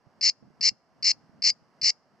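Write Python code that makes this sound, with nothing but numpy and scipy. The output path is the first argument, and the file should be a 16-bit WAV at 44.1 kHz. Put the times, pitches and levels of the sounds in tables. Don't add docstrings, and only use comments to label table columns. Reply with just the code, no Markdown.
import sys
import numpy as np
from scipy import signal
from scipy.fft import rfft, irfft
from scipy.io import wavfile

SR = 44100
rng = np.random.default_rng(int(sys.argv[2]) if len(sys.argv) > 2 else 0)


def digitize_waveform(pressure):
    field = np.atleast_2d(pressure).T
    bounded = np.clip(field, -1, 1)
    quanta = np.round(bounded * 32767).astype(np.int16)
    wavfile.write(sys.argv[1], SR, quanta)


N = 97020
TIME = np.arange(N) / SR
SIDES = (.5, -.5)


def from_db(db):
    return 10 ** (np.asarray(db) / 20)


def rms_one(x):
    return x / np.sqrt(np.mean(x ** 2) + 1e-20)


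def at_hz(points, hz):
    f, value = np.transpose(points)
    return np.interp(np.log(np.maximum(hz, 1)), np.log(f), value)


def add(out, s, sound):
    i = max(int(s * SR), 0)
    part = sound[:max(len(out) - i, 0)]
    out[i:i + len(part)] += part


def bin_hz():
    return np.arange(N + 1) * SR / (2 * N)


def colour(x, db):
    cepstrum = irfft(np.log(from_db(db)))
    cepstrum[1:N] *= 2
    cepstrum[N + 1:] = 0
    response = np.exp(rfft(cepstrum))
    return irfft(rfft(x, 2 * N) * response)[:N]


def ring(hz, t60):
    t = TIME[:int(2 * t60 * SR)]
    return np.cos(2 * np.pi * hz * t) * from_db(-60 * t / t60)


RIB_T60_S, OVERTONE_T60_S, LOW_T60_S = .0044, .0059, .0021
LOW_HZ, RIB_RISE_S = 2372, .00015
SNAP_DB = 3


def rib_click(hz, overtone_hz, overtone_db, low_db):
    click = np.zeros(SR // 50)
    add(click, 0, ring(hz, RIB_T60_S))
    add(click, 0, from_db(overtone_db) * ring(overtone_hz, OVERTONE_T60_S))
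    add(click, 0, from_db(low_db) * ring(LOW_HZ, LOW_T60_S))
    click *= 1 - np.exp(-TIME[:len(click)] / RIB_RISE_S)
    click[0] += from_db(SNAP_DB)
    return click


OPENING_HZ, OPENING_OVERTONE_DB, OPENING_LOW_DB = 4760, -20, -10


def opening_clicks(out, overtone_hz):
    # (earliest t/s after the chirp's start, relative level/dB)
    opening = [(.0002, -11.5), (.0036, -5.5), (.0048, -12), (.0059, -8.5), (.0095, -12), (.0107, -15.5),
               (.0139, -11), (.0160, -8)]
    for s, db in opening:
        click = rib_click(OPENING_HZ, overtone_hz, OPENING_OVERTONE_DB, OPENING_LOW_DB)
        late_s = 2 * RIB_JITTER_S * rng.random()
        add(out, s + late_s, from_db(db) * click)


STROKE_S, SECOND_LAG_S = .01215, .0067
SECOND_DB = -1
SWELL_S, SWELL_DB = .026, 4.5
BRIGHTEN = 1
RIB_JITTER_S, RIB_SPREAD_DB, RIB_DETUNE, STROKE_JITTER_S = .00007, .8, .026, .00024
SONG_DB = -6.5
ABDOMEN_HZ, ABDOMEN_T60_S, ABDOMEN_RISE_S = 4890, .042, .002


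def chirp(first_s, length_s, ring_db):
    # (pitch f/Hz, relative level/dB, overtone f/Hz, overtone level/dB at full effort, low tone level/dB)
    ribs = [(5403, -2.5, 5600, -13, -19.5), (4936, 0.5, 6400, -5.5, -15), (4560, -0.5, 7100, -3.5, -4),
            (4258, -1, 6800, -5, -3), (5070, -4, 3200, -11, -12.5)]
    rib_times = [-.0004, .0011, .0021, .0031, .0044]
    out = np.zeros(SR // 4)
    opening_clicks(out, ribs[2][2])

    chance = rng.standard_normal((16, len(ribs), 4))
    for k, draws in enumerate(chance):
        pair, tymbal = divmod(k, 2)
        since = pair * STROKE_S + tymbal * SECOND_LAG_S
        if first_s + since + STROKE_S / 4 > length_s:
            break
        start = first_s + since + STROKE_JITTER_S * draws[0, -1]
        effort_db = tymbal * SECOND_DB - SWELL_DB * max(1 - since / SWELL_S, 0)
        for s, rib, (late, loud, sharp, _) in zip(rib_times, ribs, draws):
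            hz, db, overtone_hz, overtone_db, low_db = rib
            tune = 1 + RIB_DETUNE * sharp
            bright_db = overtone_db + BRIGHTEN * effort_db
            click = rib_click(hz * tune, overtone_hz * tune, bright_db, low_db)
            gain = from_db(effort_db + db + RIB_SPREAD_DB * loud)
            add(out, start + s + RIB_JITTER_S * late, gain * click)

    after = ring(ABDOMEN_HZ, ABDOMEN_T60_S)
    after *= np.minimum(TIME[:len(after)] / ABDOMEN_RISE_S, 1)
    add(out, length_s - ABDOMEN_RISE_S, from_db(ring_db - SONG_DB) * after)
    return out


def cicada():
    # (start t/s, delay of the first stroke t/s, length up to the after-ring t/s)
    chirp_times = [(.2102, .0176, .0925), (.6092, .0195, .0870), (1.0260, .0186, .0935),
                   (1.4209, .0183, .0850), (1.8144, .0187, .0920)]
    # (level of the whole chirp/dB, after-ring level within it/dB, without SONG_DB)
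    chirp_levels = [(-1, -29.5), (-0.5, -42), (-0.5, -30), (0, -16), (-1.5, -39.5)]
    # (f/Hz, gain/dB)
    body = [(60, -16.5), (200, -7), (500, -12.5), (900, -16), (1400, -25.5), (1650, -15.5), (1950, -6),
            (2280, -0.5), (2500, -12), (2750, 1.5), (2980, -5.5), (3250, -17.5), (3600, -21.5),
            (3950, -10.5), (4300, 2.5), (4750, -1), (5200, 4.5), (5550, 1), (5900, -0.5), (6500, -7.5),
            (7300, -11.5), (8200, -21.5), (9000, -34.5), (10200, -33.5), (11500, -45), (15500, -47)]
    # (f/Hz, left minus right/dB)
    balance = [(100, -8.5), (400, -15.5), (1200, -8), (2000, -2.5), (2800, -6), (3500, -14.5), (4100, 2.5),
               (5000, 3), (6500, 6.5), (7200, 4.5), (7800, 18), (8600, 24), (9500, -4.5), (15000, 4.5)]
    # (f/Hz, phase/rad)
    lead = [(100, 0.27), (3700, 0), (4200, 0.96), (5000, 0.74), (7500, 1.4)]
    song, hz = np.zeros(N), bin_hz()
    for (s, first_s, length_s), (db, ring_db) in zip(chirp_times, chirp_levels):
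        add(song, s, from_db(SONG_DB + db) * chirp(first_s, length_s, ring_db))
    spectrum = rfft(colour(song, at_hz(body, hz)), 2 * N)
    channels = []
    for side in SIDES:
        gain = from_db(side * at_hz(balance, hz))
        turn = np.exp(1j * side * at_hz(lead, hz))
        channels.append(irfft(spectrum * gain * turn)[:N])
    return np.array(channels)


def scatter(x, db, t60):
    tail = rng.standard_normal((2, N)) * from_db(-60 * TIME / t60) * (TIME > .002)
    tail /= np.sqrt(np.sum(tail ** 2, axis=1, keepdims=True))
    return from_db(db) * signal.fftconvolve(x, tail, axes=1)[:, :N]


NEAR_DB, NEAR_T60_S = -21.5, .072
ECHO_DB, ECHO_T60_S = -46, .5


def reflections(song):
    # (f/Hz, gain/dB)
    tint = [(1500, 2), (2250, 2), (2500, 5.5), (2800, -3.5), (3400, 6), (4300, -2.5), (5000, 2.5),
            (7000, 0.5)]
    spread = np.array([colour(channel, at_hz(tint, bin_hz())) for channel in song])
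    return scatter(spread, NEAR_DB, NEAR_T60_S) + scatter(spread, ECHO_DB, ECHO_T60_S)


BUMP_RISE_S, BUMP_T60_S = .001, .064
BUMP_WIDTH = 1.6
BUMP_PAN_DB = -11.5


def bumps():
    # (t/s, level midway between the sides/dB, band centre f/Hz)
    bump_list = [(.068, -56, 150), (.425, -49, 200), (0.471, -56, 189.6), (0.503, -56.5, 194),
                 (.714, -46.5, 150), (1.141, -61.5, 169), (1.294, -56, 199), (1.83, -44.5, 160)]
    out, t = np.zeros((2, N)), TIME[:SR // 4]
    shape = np.minimum(t / BUMP_RISE_S, 1) * from_db(-60 * t / BUMP_T60_S)
    for s, db, hz in bump_list:
        edges = [hz / BUMP_WIDTH, hz * BUMP_WIDTH]
        band = signal.butter(2, edges, "band", fs=SR, output="sos")
        for channel, side in zip(out, SIDES):
            noise = rng.standard_normal(2 * len(t))
            puff = rms_one(signal.sosfilt(band, noise))[len(t):]
            add(channel, s, from_db(db + side * BUMP_PAN_DB) * shape * puff)
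    return out


RUMBLE_LOW_HZ, RUMBLE_HIGH_HZ, RUMBLE_LUMPS_DB = 110, 254, 4.5


def rumble():
    # (t/s, level/dB)
    rumble_level = [(0, -78), (.15, -66), (.33, -75), (.45, -64), (.58, -65), (.75, -69), (.85, -80),
                    (1.0, -67.5), (1.2, -66), (1.3, -62.5), (1.42, -65), (1.55, -65), (1.68, -76),
                    (1.85, -73.5), (2.05, -82), (2.2, -73)]
    band = signal.butter(2, [RUMBLE_LOW_HZ, RUMBLE_HIGH_HZ], "band", fs=SR, output="sos")
    noise = rms_one(signal.sosfilt(band, rng.standard_normal((2, 2 * N)))[:, N:])
    lumps = np.interp(TIME, np.linspace(0, TIME[-1], 70), rng.standard_normal(70))
    level_db = np.interp(TIME, *np.transpose(rumble_level)) + RUMBLE_LUMPS_DB * lumps
    return from_db(level_db) * noise


HAZE_DB = -64.5


def haze():
    # (f/Hz, relative level/dB)
    haze_colour = [(25, -28.5), (55, -16), (100, -9.5), (160, -3), (230, -4), (400, -9), (650, -4.5),
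                   (1050, -8.5), (1600, -14), (2080, -17.5), (2470, -25.5), (2800, -21.5), (3300, -29.5),
                   (3800, -32.5), (4400, -24), (5000, -20.5), (5900, -25.5), (6500, -34.5), (8500, -39.5),
                   (11000, -46), (15500, -48)]
    # (f/Hz, correlation)
    likeness = [(60, -0.55), (200, 0.67), (700, 1.04), (2000, 0.64), (5000, 0.3), (12000, 3.4)]
    # (f/Hz, left minus right/dB)
    haze_balance = [(50, -0.5), (200, -1), (700, -2), (2000, -5.5), (5000, 0), (12000, 3.5)]
    # (t/s, relative level/dB)
    haze_swell = [(0, -4), (.18, 0), (.4, -4), (.58, -0.5), (.85, -3.5), (1.0, 0.5), (1.3, 0), (1.65, -1.5),
                  (1.8, 1.5), (2.0, -4), (2.2, -0.5)]
    hz = bin_hz()
    alike = np.clip(at_hz(likeness, hz), 0, 1)
    mid, wide = rfft(rng.standard_normal((2, 2 * N)))
    channels = []
    for side in SIDES:
        noise = np.sqrt(1 + alike) * mid + np.sign(side) * np.sqrt(1 - alike) * wide
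        gain = from_db(at_hz(haze_colour, hz) + side * at_hz(haze_balance, hz))
        channels.append(irfft(noise * gain)[:N])
    level_db = HAZE_DB + np.interp(TIME, *np.transpose(haze_swell))
    return from_db(level_db) * rms_one(np.array(channels))


def scene():
    song = cicada()
    return song + reflections(song) + bumps() + rumble() + haze()


LIMIT_DB, RECOVER_DB_PER_S, DETECT_S = -18, 4.5, .0058
CUTOFF_HZ = 15700


def record(dry):
    r = np.exp(-1 / (DETECT_S * SR))
    power = signal.lfilter([1 - r], [1, -r], np.mean(dry ** 2, axis=0))
    over_db = np.maximum(10 * np.log10(power + 1e-12) - LIMIT_DB, 0)
    recovered_db = RECOVER_DB_PER_S * TIME
    duck_db = np.maximum.accumulate(over_db + recovered_db) - recovered_db
    low_pass = signal.cheby2(12, 70, CUTOFF_HZ, fs=SR, output="sos")
    return signal.sosfilt(low_pass, dry * from_db(-duck_db))


dry = scene()
out = record(dry)
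digitize_waveform(out)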